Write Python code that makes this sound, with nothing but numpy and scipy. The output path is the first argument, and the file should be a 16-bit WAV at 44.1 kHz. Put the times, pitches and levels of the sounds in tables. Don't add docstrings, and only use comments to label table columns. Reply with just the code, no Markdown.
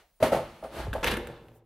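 import sys
import numpy as np
from scipy import signal
from scipy.io import wavfile
from scipy.ndimage import uniform_filter1d

SR = 44100
rng = np.random.default_rng(int(sys.argv[2]) if len(sys.argv) > 2 else 0)


def log_audio(samples):
    frames = np.atleast_2d(samples).T
    limited = np.clip(frames, -1, 1)
    pcm = np.round(limited * 32767).astype(np.int16)
    wavfile.write(sys.argv[1], SR, pcm)


def invert_db(x):
    u = np.asarray(x, float) / 20
    return 10 ** u


N = 72765
T = np.arange(N) / SR

# start in seconds, peak in dB, crack in dB re peak, struck spot's pitch in Hz.
DECK_KNOCKS = [(.202, -28.5, -18, 520), (.207, -23.5, -34, 503), (.216, -31, -15.5, 610),
               (.2262, -9.5, -17.5, 650), (.231, -28, -14.5, 1280), (.238, -14.5, -29.5, 740),
               (.2435, -13, -27.5, 637), (.253, -27.5, -23.5, 643), (.259, -24.5, -17, 614),
               (.27, -25, -21.5, 650), (.278, -35.5, -14, 560), (.318, -16.5, -22, 585),
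               (.322, -15.5, -24, 636), (.326, -12.5, -34, 556), (.3315, -8, -32, 520),
               (.342, -14, -40, 700), (.347, -9, -36, 530), (.352, -13, -32, 754), (.364, -20, -30, 870),
               (.371, -19.5, -36.5, 574), (.384, -22, -37, 680), (.392, -24, -37.5, 635),
               (.41, -34, -32.5, 564), (.431, -36.5, -31, 486), (.627, -26.5, -39.5, 700),
               (.637, -30, -17.5, 700), (.646, -24, -42.5, 594), (.655, -28, -43, 600),
               (.665, -35, -31, 660), (.785, -37.5, -20.5, 620), (.801, -26.5, -24, 706),
               (.868, -23, -38, 400), (.931, -23, -21, 770), (.938, -24.5, -33.5, 694),
               (0.9493, -20, -37, 596), (.957, -22.5, -31.5, 870), (.962, -23, -34, 654),
               (.979, -25.5, -36.5, 605), (.986, -30.5, -31, 622), (1.008, -37, -14, 710)]
# start in seconds, peak in dB, fizz in dB re peak, struck spot's pitch in Hz.
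CLATTER_HITS = [(0.9307, -20.5, -23, 1660), (0.935, -27, -17, 2300), (0.938, -26.5, -19.5, 1410),
                (1.0297, -37, -20.5, 1200), (1.034, -20, -22, 943), (1.0386, -17, -29, 1800),
                (1.043, -15.5, -11.5, 2720), (1.0475, -21.5, -19.5, 2200), (1.054, -25.5, -20, 3800),
                (1.059, -30.5, -10, 1970), (1.065, -22, -10.5, 3400), (1.066, -29, -20.5, 1510),
                (1.0713, -12, -14, 1600), (1.0749, -18, -19, 2780), (1.08, -17.5, -15, 3450),
                (1.083, -13.5, -24, 2000), (1.085, -21, -20.5, 1500), (1.09, -25, -22, 3200),
                (1.093, -26, -21.5, 1460), (1.102, -31, -26, 1600), (1.1042, -19, -22, 2000),
                (1.11, -27, -11.5, 1500), (1.1142, -20.5, -15, 1450), (1.1191, -14, -32.5, 2600),
                (1.122, -19, -27.5, 1400), (1.128, -27.5, -28.5, 1400), (1.137, -24.5, -22, 1210),
                (1.139, -26, -17, 2000), (1.141, -29.5, -20, 2500), (1.146, -31, -23, 1500),
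                (1.155, -23, -34, 1500), (1.1696, -25.5, -10.5, 1790), (1.172, -32.5, -24, 2520),
                (1.271, -31.5, -10.5, 2040), (1.484, -42.5, -19.5, 2500)]
# start in seconds, peak in dB, pitch in Hz, T60 in seconds.
FLOOR_THUMPS = [(0.205, -42, 91.5, 0.17), (0.231, -30.5, 101, 0.19), (0.226, -35, 237.9, 0.58),
                (0.332, -31, 217, 0.13), (0.335, -44, 63.4, 0.064), (0.627, -50, 61, 0.51),
                (0.784, -34.5, 57.2, 0.51), (.838, -35, 58.8, 0.92), (0.882, -19, 92, 0.055),
                (0.911, -26.5, 55, 0.069), (0.963, -34, 29.6, 0.6), (1.028, -26.5, 498, 0.088),
                (1.047, -21.5, 488, 0.082), (1.053, -18.5, 500, 0.023), (1.184, -31, 337, 0.084),
                (1.21, -30.5, 480, 0.29), (.225, -10, 624, 0.11), (.336, -18.5, 620, 0.051),
                (0.361, -33, 150, 0.25), (0.851, -34.5, 154, .06), (1.25, -38.5, 60, 0.11),
                (.93, -33, 204, .05), (1.051, -31, 58, 0.43), (1.1, -44.5, 50.6, 0.26),
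                (1.104, -33, 109.5, 0.078), (1.127, -26.5, 209, 0.12), (1.26, -43, 52.4, 0.14),
                (1.299, -47, 119.2, 0.7), (1.47, -48.5, 115.9, 0.94)]
# frequency in Hz, level in dB, T60 in seconds.
DECK_MODES = [(162.5, -11.5, 0.12), (229.3, -5.5, 0.051), (346.3, -5.5, 0.077), (435, -11, 0.049),
              (500, -8.5, 0.046), (543, -1.5, 0.032), (601.6, -4.5, 0.039), (654.6, -5, 0.066),
              (721, -15, 0.043), (767, -5.5, 0.022), (860, -3, 0.03), (1050, -7.5, 0.026),
              (1196, -12, 0.051), (1292, -5.5, 0.014)]
# frequency in Hz, level in dB, T60 in seconds.
TRUCK_MODES = [(900, 2, 0.012), (1060, -7, 0.043), (1397, -12, 0.041), (1550, 0, 0.017), (1696, -6, 0.023),
               (2033, -5, 0.0095), (2704, 5.5, 0.0061), (3050, -11.5, 0.0325), (3460, 3.5, 0.0078),
               (3880, -13, 0.04), (4500, -15.5, 0.028)]
# frequency in Hz, level in dB, T60 in seconds.
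HOLLOW_MODES = [(164, -12, 0.13), (242, -14.5, 0.15), (355.2, -12.5, 0.25), (451, 0, 0.032),
                (488, -12, 0.073), (560, -1, 0.018), (768, -8.5, 0.031), (910, -19, 0.066)]
# time in seconds, level in dB.
ROLL_CURVE = [(.4, -54), (.55, -60), (.62, -63), (.7, -63), (.74, -49.5), (.8, -44), (.84, -50), (.89, -60),
              (.925, -62.5)]
# time in seconds, level in dB.
SCRAPE_CURVE = [(1.03, -33.5), (1.06, -35.5), (1.08, -31.5), (1.098, -38), (1.125, -32), (1.16, -52.5),
                (1.21, -60.5), (1.3, -53), (1.62, -79.5)]
# time in seconds, level in dB.
SETTLE_CURVE = [(1.032, -35), (1.055, -39), (1.075, -39), (1.13, -37), (1.19, -44), (1.29, -43.5),
                (1.33, -51.5), (1.45, -56.5), (1.64, -69)]
# frequency in Hz, density in dB per Hz.
CRACK_SPECTRUM = [(880, -0.5), (1500, -5), (3350, -12.5), (5830, -23), (11300, -20), (16000, -31.5)]
# frequency in Hz, density in dB per Hz.
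FIZZ_SPECTRUM = [(470, -5.5), (800, 2), (1500, 5.5), (3380, -3.5), (5180, -15), (11800, -16),
                 (16000, -30.5)]
# frequency in Hz, density in dB per Hz.
WHEEL_SPECTRUM = [(120, -27.5), (220, -11), (322, -3), (696, 0), (1500, -3.5), (3500, -9), (6000, -19.5),
                  (11000, -19), (16000, -40.5)]
# frequency in Hz, density in dB per Hz.
EARLIER_SPECTRUM = [(40, -10), (150, -10), (330, -2.5), (637, 5), (1100, -7), (1500, -1), (16000, -24.5)]
# frequency in Hz, density in dB per Hz.
HUSH_SPECTRUM = [(20, 7), (70, -10), (130, -20), (300, -28), (620, -23.5), (1500, -31.5), (9000, -34),
                 (16000, -30.5)]
# frequency in Hz, T60 in seconds.
ROOM_T60 = [(60, 0.76), (250, 0.31), (700, 0.34), (2000, 0.5), (6000, 0.38), (15000, 0.35)]
# frequency in Hz, correlation from -1 to 1.
LIKENESS = [(100, .9997), (600, 1), (1300, 0.91), (3000, 0.69), (6000, 0.54), (15000, -0.0095)]

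DECK_DB, DECK_SPREAD_DB, DECK_CONTACT_S = -0.5, 1.5, 0.0048
CRACK_DB, CRACK_T60_S, CRACK_DELAY_S = 2.5, 0.14, 0.00069
TRUCK_DB, TRUCK_SPREAD_DB, TRUCK_CONTACT_S = -5.5, 2.5, 0.002
FIZZ_DB, FIZZ_T60_S, TICK_HZ = -5, 0.03, 6800
SCRAPE_DB, RATTLE_DB, HOLLOW_DB = -4, -13.5, -5.5
FOCUS_DB_PER_OCT2, FOCUS_LIMIT_DB, LONGEST_KNOCK_S = 54.5, 9.5, 0.06
ROLL_DB, GRIT_DB, GRITS_PER_S = 3, -6, 1500
LEAN_DB = 0.12
ROOM_DB, NEAR_ROOM_DB, ROOM_ONSET_S = -7, -8, 0.0091
EARLIER_DB, EARLIER_T60_S = -57.5, 0.31
HUSH_DB, HUSH_PATCHY_DB, HUSH_FALL_DB, HUSH_FALL_S = -70, 2, 11, 1.55
RUSTLE_DB, RUSTLE_S, RUSTLE_LENGTH_S, RUSTLE_HZ = -65, 1.565, 0.026, 8130
BUZZ_HZ, BUZZ_DB, BUZZ_END_S = 15650, -79.5, 0.85
LOW_CUT_HZ, TOP_HZ = 36, 16000
RUN_IN = 4000


def deck():
    s, db, crack_db, spot_hz = np.transpose(DECK_KNOCKS)
    knocks = struck(DECK_MODES, s, db + DECK_DB, spot_hz, DECK_SPREAD_DB, DECK_CONTACT_S)
    crack = bursts(s + CRACK_DELAY_S, db + crack_db + CRACK_DB, CRACK_T60_S)
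    return knocks + uniform_filter1d(crack, size=120) * bands(CRACK_SPECTRUM)


def clatter():
    s, db, fizz_db, spot_hz = np.transpose(CLATTER_HITS)
    scrape = in_time(SCRAPE_CURVE)
    hits = struck(TRUCK_MODES, s, db + TRUCK_DB, spot_hz, TRUCK_SPREAD_DB, TRUCK_CONTACT_S)
    hollow = invert_db(HOLLOW_DB) * shaken(HOLLOW_MODES, grit(in_time(SETTLE_CURVE)))
    rattle = invert_db(RATTLE_DB) * shaken(TRUCK_MODES, grit(scrape))

    noise = bands(FIZZ_SPECTRUM, patchy_db=3.5)
    bright = high_pass(noise, TICK_HZ)
    tick_gain = uniform_filter1d(bursts(s, db + fizz_db + FIZZ_DB, FIZZ_T60_S), size=60)
    ticks = tick_gain * (bright / bright.std() + 2.51 * noise)
    ragged_scrape = scrape * invert_db(SCRAPE_DB + drift(200)) * noise
    return hits + hollow + rattle + ticks + ragged_scrape


def rolling():
    contact = in_time(ROLL_CURVE)
    shaken_deck = invert_db(GRIT_DB) * shaken(DECK_MODES, grit(contact))
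    hiss = invert_db(ROLL_DB) * contact * bands(WHEEL_SPECTRUM, patchy_db=1.5)
    first_whine = whine(hz=9040, s=0.185, length_s=0.02, db=-77)
    second_whine = whine(hz=9450, s=0.655, length_s=0.055, db=-69)
    return shaken_deck + hiss + second_whine + first_whine


def whine(hz, s, length_s, db):
    tone = np.sin(2 * np.pi * hz * T + 1.5 * drift(80))
    return invert_db(db) * tone * np.exp(-((T - s) / length_s) ** 2)


def thumps():
    lean_db = LEAN_DB * rng.choice([-1, 1], len(FLOOR_THUMPS))
    out = 0
    for (s, db, hz, t60_s), side_db in zip(FLOOR_THUMPS, lean_db):
        out = out + ring(clicks([s], [db]), hz, t60_s) * invert_db([[side_db], [-side_db]])
    return signal.lfilter([.05], [1, -.95], out)


def struck(modes, s, db, spot_hz, spread_db, contact_s):
    chance = rng.standard_normal((len(s), len(modes)))
    late = rng.random((len(s), len(modes)))
    length = int(SR * contact_s) + 3
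    out = 0
    for k, (hz, level_db, t60_s) in enumerate(modes):
        push = np.hanning(length) * np.sin(2 * np.pi * hz * T[:length])
        push = push / np.abs(push).sum()
        off_db = np.minimum(FOCUS_DB_PER_OCT2 * np.log2(hz / spot_hz) ** 2, FOCUS_LIMIT_DB)
        hit_s = s + contact_s * (late[:, k] / 4 - .5)
        hits = clicks(hit_s, db + level_db - off_db + spread_db * chance[:, k])
        out = out + ring(signal.fftconvolve(hits, push)[:N], hz, min(t60_s, LONGEST_KNOCK_S))
    return out


def shaken(modes, contacts):
    return sum(invert_db(db) * ring(contacts, hz, t60_s) for hz, db, t60_s in modes)


def ring(x, hz, t60_s):
    r, w = invert_db(-60 / (t60_s * SR)), 2 * np.pi * hz / SR
    return signal.lfilter([0, np.sin(w)], [1, -2 * r * np.cos(w), r * r], x + 1e-18)


def grit(level):
    return (rng.random(N) < GRITS_PER_S / SR) * rng.standard_normal(N) * level


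def bursts(s, db, t60_s):
    return signal.lfilter([1], [1, -invert_db(-60 / (t60_s * SR))], clicks(s, db))


def clicks(s, db):
    out = np.zeros(N)
    np.add.at(out, (np.asarray(s) * SR).astype(int), invert_db(db))
    return out


def bands(spectrum, patchy_db=0, dying=False):
    edges_hz = 25 * 2 ** np.arange(0, 9.6, .5)
    white = rng.standard_normal((2, 2, N + RUN_IN))
    out = 0
    for k, (low, high) in enumerate(zip(edges_hz, edges_hz[1:])):
        band = signal.butter(2, [low, high], "band", fs=SR, output="sos")
        mid, side = signal.sosfilt(band, white[k % 2])[:, RUN_IN:]
        hz = np.sqrt(low * high)
        alike = np.clip(at_hz(LIKENESS, hz), -1, 1)
        db = at_hz(spectrum, hz) + patchy_db * drift(29.73) - dying * 60 * T / at_hz(ROOM_T60, hz)
        out = out + invert_db(db) * (np.sqrt(1 + alike) * mid + np.sqrt(1 - alike) * side * [[1], [-1]])
    return out / np.sqrt(np.sum(out ** 2) / 2 if dying else np.mean(out ** 2))


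def high_pass(x, hz):
    return signal.sosfilt(signal.butter(2, hz, "high", fs=SR, output="sos"), x)


def at_hz(points, hz):
    table_hz, values = np.transpose(points)
    return np.interp(np.log(hz), np.log(table_hz), values)


def in_time(rows):
    s, db = np.transpose(rows)
    return invert_db(np.interp(T, np.r_[s[0] - .008, s, s[-1] + .03], np.r_[-120, db, -120]))


def drift(rate_hz):
    return np.interp(T * rate_hz, np.arange(600), rng.standard_normal(600))


def garage(far, near):
    tail = bands([(25, 0.0099), (20000, 0.003)], dying=True)
    echo = tail * (1 - np.exp(-(T / ROOM_ONSET_S) ** 2))
    sent = (invert_db(ROOM_DB) * far + invert_db(NEAR_ROOM_DB) * near).mean(axis=0, keepdims=True)
    return signal.fftconvolve(echo, sent, axes=1)[:, :N]


def background():
    earlier = invert_db(EARLIER_DB - 60 * T / EARLIER_T60_S) * bands(EARLIER_SPECTRUM)
    fall_db = HUSH_FALL_DB * np.clip((T - HUSH_FALL_S) / 0.05, 0, 1)
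    hush = invert_db(HUSH_DB - fall_db) * bands(HUSH_SPECTRUM, patchy_db=HUSH_PATCHY_DB)
    cloth = high_pass(rng.standard_normal((2, N)), RUSTLE_HZ)
    rustle = invert_db(RUSTLE_DB) * cloth * np.exp(-((T - RUSTLE_S) / RUSTLE_LENGTH_S) ** 2)
    return earlier + hush + rustle


def scene():
    far = deck() + rolling()
    near = clatter() + thumps()
    return far + near + garage(far, near) + background()


def low_pass(x):
    return signal.sosfilt(signal.butter(12, 16800, fs=SR, output="sos"), x)


def record(dry):
    buzz_db = BUZZ_DB - 5 + 5.1 * drift(14) - 40 * (T > BUZZ_END_S)
    buzz = invert_db(buzz_db) * np.sin(2 * np.pi * BUZZ_HZ * T + 1.5 * drift(110))
    treble_limit = signal.cheby2(10, 30, TOP_HZ + 200, fs=SR, output="sos")
    mix = signal.sosfilt(treble_limit, high_pass(dry + buzz, LOW_CUT_HZ))
    return low_pass(mix)


dry = scene()
out = record(dry)
log_audio(out)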